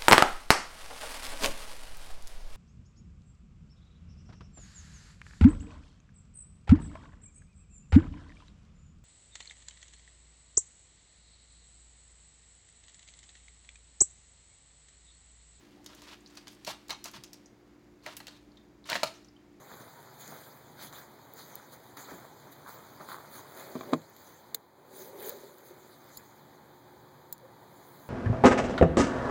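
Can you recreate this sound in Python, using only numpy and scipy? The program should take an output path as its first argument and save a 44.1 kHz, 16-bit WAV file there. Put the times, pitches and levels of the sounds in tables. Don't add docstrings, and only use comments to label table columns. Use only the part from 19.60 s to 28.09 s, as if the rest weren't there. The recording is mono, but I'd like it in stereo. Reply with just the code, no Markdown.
import sys
import numpy as np
from scipy import signal
from scipy.fft import rfft, irfft
from scipy.io import wavfile
from scipy.ndimage import uniform_filter1d

SR = 44100
rng = np.random.default_rng(int(sys.argv[2]) if len(sys.argv) > 2 else 0)


def file_out(sig):
    cols = np.atleast_2d(sig).T
    lim = np.clip(cols, -1, 1)
    pcm = np.round(lim * 32767).astype(np.int16)
    wavfile.write(sys.argv[1], SR, pcm)


N = 374409
T = np.arange(N) / SR

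# multiple of the crankshaft speed, relative level/dB
ENGINE_ORDERS = [(6, -79.5), (8, -100), (10, -70.5), (12, -70), (18, -78.5), (20, -79), (24, -73.5),
                 (30, -59.5), (36, -82), (44, -66.5), (70, -71.5), (76, -70)]
# t/s, exhaust gain/dB, bay roar gain/dB, left-right/dB
ENGINE_FADERS = [(0, 8.5, 2.5, -4.5), (1, 12, 1.5, -3.5), (2, 9.5, 2.5, -5), (3, 11.5, 3, -5.5),
                 (3.8, 8, 5, -3.5), (4.6, 0, 3, -3), (5.4, 2, 1.5, 4.5), (6.1, 2.5, -1, -1.5),
                 (6.8, 11.5, 1.5, 4.5), (7.5, 9.5, 1.2, 4.5), (8, 7, 3, 2.5), (8.49, 12, 4.5, 0.5)]
# t/s, gain/dB
WHINE_FADER = [(0, -6), (1.5, -2), (6, -1), (7, 1.5)]

# f/Hz, relative level/dB
ROAR_EQ = [(25, -22), (45, -33), (80, -7.5), (130, -3), (230, -6.5), (380, -5.5), (680, -8), (890, -5.5),
           (1080, -11.5), (1350, -18), (2000, -18.5), (3000, -21.5), (6000, -30.5), (10000, -34.5)]
HISS_EQ = [(100, 18), (3000, 10), (6500, -5), (9500, -10), (12000, 10.5), (15000, 13.5)]
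LEAVES_EQ = [(50, -15), (130, -3), (300, 2), (600, 8.5), (900, -0.5), (1300, 1.5), (1800, -5), (2400, -4.5),
             (3500, -15.5), (7000, -25), (15000, -40)]
NYLON_EQ = [(500, -11), (1500, -3), (2500, -1.5), (4000, -2.5), (6500, -1), (9500, -5), (12000, -2.5),
            (15000, 1.5)]
CREASE_EQ = [(300, -18), (1200, 3), (2200, -3), (4000, 1), (7500, -10.5), (15000, -0.5)]
THUD_EQ = [(30, -10), (90, -10), (170, 1), (280, 1.5), (500, -6), (900, -2.5), (1400, -17), (2500, -21),
           (4500, -32), (8000, -48), (15000, -54)]
CLICK_EQ = [(100, -39), (400, -21), (1500, -30.5), (2700, -12), (4200, -3.5), (5200, -2), (7000, 1.5),
            (10000, -4.5), (12500, 3), (14500, 10)]
GRIT_EQ = [(400, -38), (800, -2), (1000, 4), (1300, 1), (1600, -2), (1900, -16), (2300, -13), (4000, -45)]
SLEEVE_EQ = [(60, -43), (170, -10.5), (260, 0.5), (320, -10.5), (375, 7.5), (440, -2.5), (500, 0.5),
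             (570, 4), (680, -9.5), (850, -7), (1300, -23), (2200, -18.5), (2750, -12), (3400, -34)]
CRACK_EQ = [(200, -21), (800, 15.5), (1400, -7), (2200, 4.5), (3500, -2.5), (4800, -10), (7200, -11.5),
            (9000, -17), (15000, -38)]
ZIPPER_EQ = [(400, -20), (1500, -21), (3000, 6), (6500, -12), (10000, 1), (12500, 7), (15000, 6)]

# peak t/s, rise/s, fall/s, relative leaves level/dB, nylon level/dB, treble tilt/(dB per octave)
FOOTFALLS = [(.13, 0.05, 0.12, -54, -54, -0.5), (.73, 0.061, 0.15, -53, -47.5, 1),
             (1.24, 0.045, 0.037, -59, -42, -2.5), (1.335, 0.012, 0.043, -59, -48, -2),
             (1.39, 0.049, 0.041, -54, -48, -1.5), (1.79, 0.025, 0.092, -63, -47, -1.5),
             (1.98, 0.1, 0.059, -61, -55, -5), (2.14, 0.023, 0.021, -55.5, -49.5, -1.5),
             (2.372, 0.0047, 0.055, -57.5, -45.5, -2), (2.397, 0.014, 0.077, -67, -48, -2.5),
             (2.51, 0.046, 0.098, -51, -51, -2.5), (3.09, 0.016, 0.11, -54, -49, -0.5),
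             (3.415, 0.019, 0.059, -51.5, -55, -1), (3.525, 0.039, 0.033, -54, -46, -2.5),
             (3.78, 0.062, 0.032, -74, -45.5, 1), (4.01, 0.056, 0.046, -51.5, -46.5, -1),
             (4.25, 0.11, 0.32, -72, -62, -10)]
# peak t/s, rise/s, fall/s, level/dB, treble tilt/(dB per octave)
ARM_SWISHES = [(.22, 0.026, 0.023, -54, -5), (.615, 0.027, 0.15, -48, -1), (2.24, 0.012, 0.029, -56, -2),
               (2.922, 0.0078, 0.017, -48.5, 1), (4.68, 0.18, 0.17, -54, -1), (5.425, 0.1, 0.068, -45, 2),
               (5.661, 0.069, 0.15, -45, -0.5), (6.08, 0.036, 0.024, -53, 2.5), (6.54, 0.12, 0.2, -58, -3),
               (8.41, 0.3, 0.14, -58.5, 3)]
# t/s, gain/dB
STIR_FADER = [(0, 3.5), (.55, 2), (1.1, -1.5), (2.8, -0.5), (3.3, 1.5), (4.1, 7), (5, -8), (6.3, 0.5),
              (7, -6.5), (8, -9), (8.49, -3.5)]
# t/s, level/dB, decay/s, low-pass f/Hz, left-right/dB
THUD_CUES = [(0.114, -50, 0.033, 1200, 9), (0.207, -41.5, 0.011, 900, 3), (0.677, -48, 0.019, 400, 1),
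             (.723, -41.5, 0.012, 895, -4), (1.102, -44, 0.003, 600, 0), (1.235, -46.5, 0.046, 400, -1),
             (1.329, -53, .01, 2500, -5), (2.374, -52, 0.0085, 3000, 1), (2.517, -42.5, 0.032, 556, 7),
             (2.651, -47, 0.0036, 1800, -8), (3.093, -49, 0.0057, 2000, -12), (3.409, -45, 0.02, 1170, -3),
             (6.569, -52.5, 0.023, 100, -5)]
# t/s, peak level/dB, f/Hz
TWIG_CUES = [(0.117, -40, 1620), (1.193, -43, 1550), (1.327, -49, 1500), (1.333, -39, 1020),
             (1.999, -42, 1400), (2.3713, -39, 1190), (2.396, -42, 1500), (2.488, -43, 1080),
             (2.651, -40, 760), (3.093, -37, 1080), (3.412, -48, 1230), (3.4881, -32, 1130),
             (3.505, -40, 990), (3.5176, -33, 1370), (3.533, -40, 1200), (3.5442, -33, 1350),
             (3.5525, -39, 1350), (3.585, -38, 1090)]
# t/s, f/Hz, level/dB, length/s
SQUEAK_CUES = [(0.331, 956, -59, 0.1), (7.809, 538, -50, 0.078)]
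# t/s, level/dB, decay/ms, treble tilt/(dB per octave), ring f/Hz
CLICK_CUES = [(0.678, -33, 0.53, -6, 8860), (1.327, -39, 0.9, -13, 4000), (1.7368, -26, 0.69, 9, 14700),
              (1.955, -25, 0.74, -1, 13000), (2.372, -36.5, 0.86, -10, 1800), (4.417, -45, 2.2, -11, 4000),
              (4.4988, -31, 1.5, 19, 7000), (4.565, -35, 0.73, -10, 12600), (5.6944, -19, 0.77, 1, 14800),
              (5.697, -35, 2.5, -11, 6560), (5.984, -37, 0.82, -1.5, 6840), (7.7803, -43, 1, -4, 9540)]
# peak t/s, rise/s, fall/s, level/dB
SCUFF_CUES = [(3.09, 0.049, 0.064, -54), (3.41, 0.01, 0.017, -52), (3.525, 0.037, 0.061, -48),
              (3.78, 0.036, 0.037, -54)]
# peak t/s, rise/s, fall/s, cloth level/dB, hollow level/dB
RUB_CUES = [(4.12, 0.2, 0.33, -53.5, -63), (4.32, 0.049, 0.057, -45.5, -58), (5.42, 0.21, 0.24, -51.5, -57),
            (5.57, 0.053, 0.1, -51.5, -50), (5.685, 0.11, 0.026, -45.5, -47),
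            (5.74, 0.036, 0.1, -50.5, -49), (5.86, 0.079, 0.081, -58, -59.5),
            (6.15, 0.18, 0.18, -59.5, -59)]
# t/s, resonance f/Hz
HOLLOW_SWEEP = [(4.1, 390), (5.3, 373), (5.43, 384), (5.5, 546), (5.55, 386), (5.59, 364), (5.64, 443),
                (5.69, 420), (5.72, 546), (5.77, 387), (5.83, 410), (5.92, 370), (6.16, 366)]
# t/s, relative peak level/dB, contact/ms, relative crack level/dB
KNOCK_CUES = [(4.1537, -21.5, 2.2, -44), (4.159, -29, 0.43, -45), (4.169, -29, 3.1, -65),
              (4.2099, -24.5, 0.26, -37.5), (4.233, -33, 0.37, -59), (4.273, -36, 2.1, -65),
              (4.3265, -23, 3.1, -60), (4.3305, -12, 2.58, -36), (4.334, -10.5, 0.77, -21),
              (4.3381, -15, 0.53, -29.5), (4.392, -36, 5.2, -62)]
# peak t/s, rise/s, fall/s, level/dB
ZIP_CUES = [(5.646, 0.065, .012, -45), (5.692, 0.043, 0.0062, -38.5)]
# t/s, ring gain/dB, snap level/dB, favoured f/Hz
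LATCH_CUES = [(4.9455, -33, -19, 3800), (4.9472, -24.5, -18.5, 6700), (4.9513, -36, -42, 1200)]
SWITCH_CUES = [(6.571, -30, -34, 15000), (6.5724, -28.5, -36, 12400), (6.574, -27.5, -38, 4950),
               (7.7263, -28.5, -30, 15700), (7.7276, -29, -28, 8000), (7.7293, -34, -38, 4100)]

# f/Hz, relative level/dB, t60/s
PANEL_MODES = [(109.3, -17.5, 0.67), (158, -5.5, 0.22), (247, 1, 0.074), (278, -6.5, 0.1),
               (330, -4.5, 0.15), (387, -6.5, 0.071), (455, -3.9, 0.1), (565, -11.4, .079), (634, 0, 0.11),
               (886, -8, 0.071), (1060, 6, .037), (1130, -5, 0.066), (1300, -18, 0.1), (1580, -6, 0.031),
               (2330, 6, 0.03), (3280, 1, 0.02)]
LATCH_MODES = [(370, -4, .06), (455, -7, .074), (600, -7.5, .032), (1090, -16, 0.013), (1660, -27, .013),
               (2140, -10, 0.024), (2900, -3, 0.013), (3570, 2, 0.011), (4200, -1, 0.011), (6700, 0, 0.016),
               (7240, -3, 0.0098), (7950, 1, .01), (8900, -5, .008), (11600, -2, .01), (15200, -5, .01)]
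SWITCH_MODES = [(4140, -22, 0.076), (4400, -20, .03), (5040, -7.5, 0.016), (7060, -17, 0.057),
                (7900, -3.5, 0.021), (10000, -8.5, 0.028), (11800, -6, .018), (12660, 0.5, 0.013),
                (15300, -1.5, 0.016)]


def amp(db):
    return 10 ** (np.asarray(db) / 20)


def unit(x):
    return x / np.sqrt(np.mean(x ** 2) + 1e-20)


def curve(rows, column=1):
    rows = np.array(rows, float)
    return np.interp(T, rows[:, 0], rows[:, column])


def spectrum(points, hz):
    f, db = np.transpose(points)
    return np.interp(np.log(hz + 1), np.log(f + 1), db)


def pan(db):
    return amp(np.array([[.5], [-.5]]) * db)


def add(mix, s, sound):
    part = mix[:, max(round(s * SR), 0):][:, :sound.shape[-1]]
    part += sound[..., :part.shape[1]]


def wander(hz):
    lowpass = 1 / (1 + (np.fft.rfftfreq(N, 1 / SR) / hz) ** 4)
    return unit(irfft(rfft(rng.standard_normal(N)) * lowpass, N))


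def colour(x, eq, extra_db=lambda f: 0, size=4096):
    hz = abs(np.fft.fftfreq(size, 1 / SR))
    log_gain = np.log(amp(np.maximum(spectrum(eq, hz) + extra_db(hz), -100)))
    taps = np.fft.ifft(np.exp(signal.hilbert(log_gain).conj())).real[:size // 2]
    return signal.oaconvolve(x, taps[None] / np.linalg.norm(taps), axes=1)[:, :x.shape[1]]


def treble_octaves(hz, pivot_hz=8000):
    return np.log2(np.maximum(hz, 1000) / pivot_hz)


def pair(x, likeness):
    return np.array([x[0], likeness * x[0] + np.sqrt(1 - likeness ** 2) * x[1]])


def grains(per_s, spread_db, smooth, likeness):
    size = amp(spread_db * np.minimum(rng.exponential(1, N), 4))
    fires = rng.random(N) < per_s / SR
    slips = unit(size * fires * rng.standard_normal((2, N)))
    return pair(unit(slips + smooth * rng.standard_normal((2, N))), likeness)


def burst(decay_s, likeness, count=8192):
    fade = np.exp(-np.arange(count) / SR / decay_s)
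    puff = pair(rng.standard_normal((2, count)), likeness) * fade
    return unit(puff) * np.sqrt(np.mean(fade ** 2))


def stroke(s, rise_s, fall_s, db):
    depth = np.where(T < s, ((T - s) / rise_s) ** 2, (T - s) / fall_s)
    return amp(db) ** 2 * np.exp(-2 * np.minimum(depth, 20))


def strokes(rows, db_column=3):
    return np.sqrt(sum(stroke(*row[:3], row[db_column]) for row in rows))


def ring(modes, spread, count=11025):
    t = np.arange(count) / SR
    phases = rng.uniform(-1.25, 1, (len(modes), 1, 1)) * spread * np.array([[1], [-1]])
    return sum(amp(db - 60 * t / t60) * np.cos(2 * np.pi * hz * t + phase)
               for (hz, db, t60), phase in zip(modes, phases))


def engine(crank_hz=11.96, exhaust_below_hz=310, firings_per_turn=6):
    turns = np.cumsum(crank_hz * (1 + 0.00396 * wander(hz=2.51))) / SR
    hum = np.zeros((2, N))
    for order, db in ENGINE_ORDERS:
        phase = 2 * np.pi * (order * turns + rng.random())
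        stereo_drift = np.array([[0], [.5]]) * wander(hz=0.56)
        fader_db = curve(ENGINE_FADERS if order * crank_hz < exhaust_below_hz else WHINE_FADER)
        flutter_db = 2.8 * wander(hz=14) + wander(hz=1.8)
        hum += np.sqrt(2) * amp(db - 8.5 + fader_db + flutter_db) * np.cos(phase + stereo_drift)
    throb = 1 + 0.046 * np.cos(2 * np.pi * firings_per_turn * turns)
    roar = colour(rng.standard_normal((2, N)) * throb, ROAR_EQ)
    roar *= amp(-56.5 + curve(ENGINE_FADERS, column=2) + 0.46 * wander(hz=3.0))
    return (hum + roar) * pan(curve(ENGINE_FADERS, column=3))


def mic_hiss():
    return amp(-66.5) * colour(rng.standard_normal((2, N)), HISS_EQ)


def leaves():
    weight = np.hypot(strokes(FOOTFALLS), amp(-64.5 + curve(STIR_FADER)))
    crunch = grains(per_s=1400, spread_db=3.0, smooth=1.0, likeness=0.31)
    give = amp(2.0 + 1.4 * wander(hz=29.8))
    return colour(crunch * weight * give, LEAVES_EQ) * pan(db=-2.0)


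def jacket_motion(stir_db=-60.5, stir_tilt_db=-1.5):
    power = amp(stir_db + curve(STIR_FADER)) ** 2
    tilt = stir_tilt_db * power
    for s, rise_s, fall_s, *_, db, tilt_db in FOOTFALLS + ARM_SWISHES:
        part = stroke(s, rise_s, fall_s, db)
        power += part
        tilt += tilt_db * part
    return np.sqrt(power), tilt / power


def jacket():
    level, tilt = jacket_motion()
    fizz = colour(grains(per_s=3500, spread_db=4.5, smooth=3.1, likeness=0.0085), NYLON_EQ)
    hz, t, bands = signal.stft(fizz, SR, nperseg=256)
    patches = uniform_filter1d(rng.standard_normal(bands.shape[1:]), size=8, axis=0)
    flicker_db = 3.16 * unit(uniform_filter1d(patches, size=14, axis=1))
    tilt_db = treble_octaves(hz, pivot_hz=10000)[:, None] * np.interp(t, T, tilt)
    fizz = signal.istft(bands * amp(tilt_db + flicker_db), SR, nperseg=256)[1][:, :N]
    creases = colour(grains(per_s=260, spread_db=2.6, smooth=0, likeness=0.7), CREASE_EQ)
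    return (fizz + amp(-11.5) * creases) * level


def thuds():
    out = np.zeros((2, N))
    for s, db, decay_s, top_hz, side_db in THUD_CUES:
        puff = burst(decay_s, likeness=.3)
        thud = colour(puff, THUD_EQ, lambda f: -10 * np.log10(1 + (f / top_hz) ** 4))
        add(out, s, amp(db) * thud * pan(side_db))
    return out


def twigs(ring_cycles=1.17, snap_db=-8):
    out, t = np.zeros((2, N)), np.arange(SR // 50) / SR
    for s, db, hz in TWIG_CUES:
        age = t * hz / ring_cycles
        tick = np.sqrt(age) * np.exp(-2 * age) * np.sin(2 * np.pi * hz * t)
        add(out, s, amp(db) * tick / abs(tick).max())
        add(out, s, amp(db + snap_db) * burst(decay_s=0.0003, likeness=.5))
    return out


def squeaks():
    out = np.zeros((2, N))
    for s, hz, db, length_s in SQUEAK_CUES:
        count = int(length_s * SR)
        turns = np.cumsum(hz * (1 + 0.035 * wander(hz=40)[:count])) / SR
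        add(out, s, amp(db) * np.sqrt(2) * np.sin(2 * np.pi * turns) * np.hanning(count))
    return out


def clicks(ring_db=7, half_width_hz=260):
    out = np.zeros((2, N))
    for s, db, decay_ms, tilt_db, ring_hz in CLICK_CUES:
        def tilt_and_ring(f):
            return tilt_db * treble_octaves(f) + ring_db / (1 + ((f - ring_hz) / half_width_hz) ** 2)
        snap = burst(decay_ms / 1000, likeness=.1)
        add(out, s, amp(db) * colour(snap, CLICK_EQ, tilt_and_ring))
    return out


def scuffs():
    grit = grains(per_s=700, spread_db=1.0, smooth=0.24, likeness=0.84)
    return colour(grit, GRIT_EQ) * strokes(SCUFF_CUES)


def resonate(x, hz, width_hz):
    carrier = np.exp(2j * np.pi * np.cumsum(hz) / SR)
    pole = np.exp(-np.pi * width_hz / SR)
    return unit((carrier * signal.lfilter([1], [1, -2 * pole, pole ** 2], x / carrier)).real)


def sleeve():
    cloth = colour(grains(per_s=400, spread_db=3.5, smooth=1.9, likeness=0.37), SLEEVE_EQ)
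    friction = pair(rng.standard_normal((2, N)), likeness=0.96)
    hollow = resonate(friction, curve(HOLLOW_SWEEP), width_hz=57)
    rub = cloth * strokes(RUB_CUES) + hollow * strokes(RUB_CUES, db_column=4)
    slips = unit(amp(1.5 * wander(hz=140)))
    return rub * slips * pan(db=-12.5)


def panel_knocks():
    out = np.zeros((2, N))
    low_cut = signal.butter(3, 150, "high", fs=SR, output="sos")
    body = signal.sosfilt(low_cut, ring(PANEL_MODES, spread=0.52))
    t = np.arange(body.shape[1]) / SR
    for s, db, contact_ms, crack_db in KNOCK_CUES:
        age = t * 1000 / contact_ms
        push = age * np.exp(-4 * age)
        blow = signal.fftconvolve(body, push[None], axes=1)[:, :len(t)]
        add(out, s, amp(db) * blow / abs(blow).max() * pan(db=-3.5))
        crack = 1.4 * burst(decay_s=0.001, likeness=0.6) + burst(decay_s=0.0047, likeness=0.22)
        add(out, s, amp(crack_db) * colour(crack, CRACK_EQ))
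    return amp(-3) * out


def sprung(cues, modes, snap_s, tilt_db, focus_db):
    out = np.zeros((2, N))
    for s, ring_db, snap_db, focus_hz in cues:
        woken = [(hz, db - focus_db * abs(np.log2(hz / focus_hz)), t60) for hz, db, t60 in modes]
        add(out, s, amp(ring_db) * ring(woken, spread=1.63))
        snap = colour(burst(snap_s, likeness=0.097), CLICK_EQ, lambda f: tilt_db * treble_octaves(f))
        add(out, s, amp(snap_db) * snap)
    return out


def latch():
    return sprung(LATCH_CUES, LATCH_MODES, snap_s=0.0018, tilt_db=-2.0, focus_db=3.5)


def zipper(teeth_per_s=420, unevenness=0.61, tooth_s=0.00059):
    speed = np.maximum(1 + unevenness * wander(hz=152), 0.1)
    teeth_passed = np.cumsum(teeth_per_s * speed) / SR
    ticks = np.exp(-(teeth_passed % 1) / (teeth_per_s * tooth_s)) * amp(2.1 * wander(hz=200))
    rasp = unit(pair(rng.standard_normal((2, N)), likeness=0.18) * ticks)
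    return colour(rasp, ZIPPER_EQ) * strokes(ZIP_CUES)


def switch():
    return sprung(SWITCH_CUES, SWITCH_MODES, snap_s=0.0015, tilt_db=-1.5, focus_db=15)


def outdoor_echo(x, t60=0.043, count=9000):
    taps = rng.standard_normal((2, count)) * (rng.random((2, count)) < .06)
    taps *= amp(-60 * np.arange(count) / SR / t60)
    taps[:, :SR // 300] = 0
    return signal.oaconvolve(x, taps / np.linalg.norm(taps, axis=1, keepdims=True), axes=1)[:, :N]


def scene():
    hiss = mic_hiss()
    sprung_parts = latch() + switch()
    panel = panel_knocks()
    small_parts = sprung_parts + clicks()
    echo = outdoor_echo(amp(-15) * panel + amp(-16) * small_parts)
    pickup = engine()
    feet = leaves() + thuds() + twigs() + scuffs()
    clothes = jacket() + sleeve() + zipper()
    return pickup + hiss + feet + clothes + squeaks() + panel + small_parts + echo


def widen(x, delay_samples=16, above_hz=850, bass_hz=85):
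    bins, hz = rfft(x), np.fft.rfftfreq(N, 1 / SR)
    share = 1 / (1 + (above_hz / (hz + 1)) ** 4)
    crossfeed = np.exp(-2j * np.pi * hz * delay_samples / SR) * bins[::-1]
    wide = (bins - share * crossfeed) / np.sqrt(1 + share ** 2)
    shared_bass = wide.mean(0) / (1 + 1j * hz / bass_hz)
    return irfft(wide - shared_bass, N)


def duck(x, threshold_db=-33, slope=0.71, recovery_db_per_s=19, attack_s=0.075):
    sidechain = signal.sosfilt(signal.butter(1, 1200, "high", fs=SR, output="sos"), x)
    power_db = 10 * np.log10(abs(uniform_filter1d((sidechain ** 2).mean(0), size=180)) + 1e-12)
    over_db = np.maximum(power_db - threshold_db, 0)
    recovery = T * recovery_db_per_s
    cut_db = np.maximum.accumulate(slope * over_db + recovery) - recovery
    pole = np.exp(-1 / (attack_s * SR))
    return x * amp(-signal.lfilter([1 - pole], [1, -pole], cut_db))


def record(dry):
    high_cut = signal.firwin(511, 16100, window=("kaiser", 9), fs=SR)
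    return signal.oaconvolve(duck(widen(dry)), high_cut[None], "same")


dry = scene()
out = record(dry)
file_out(out)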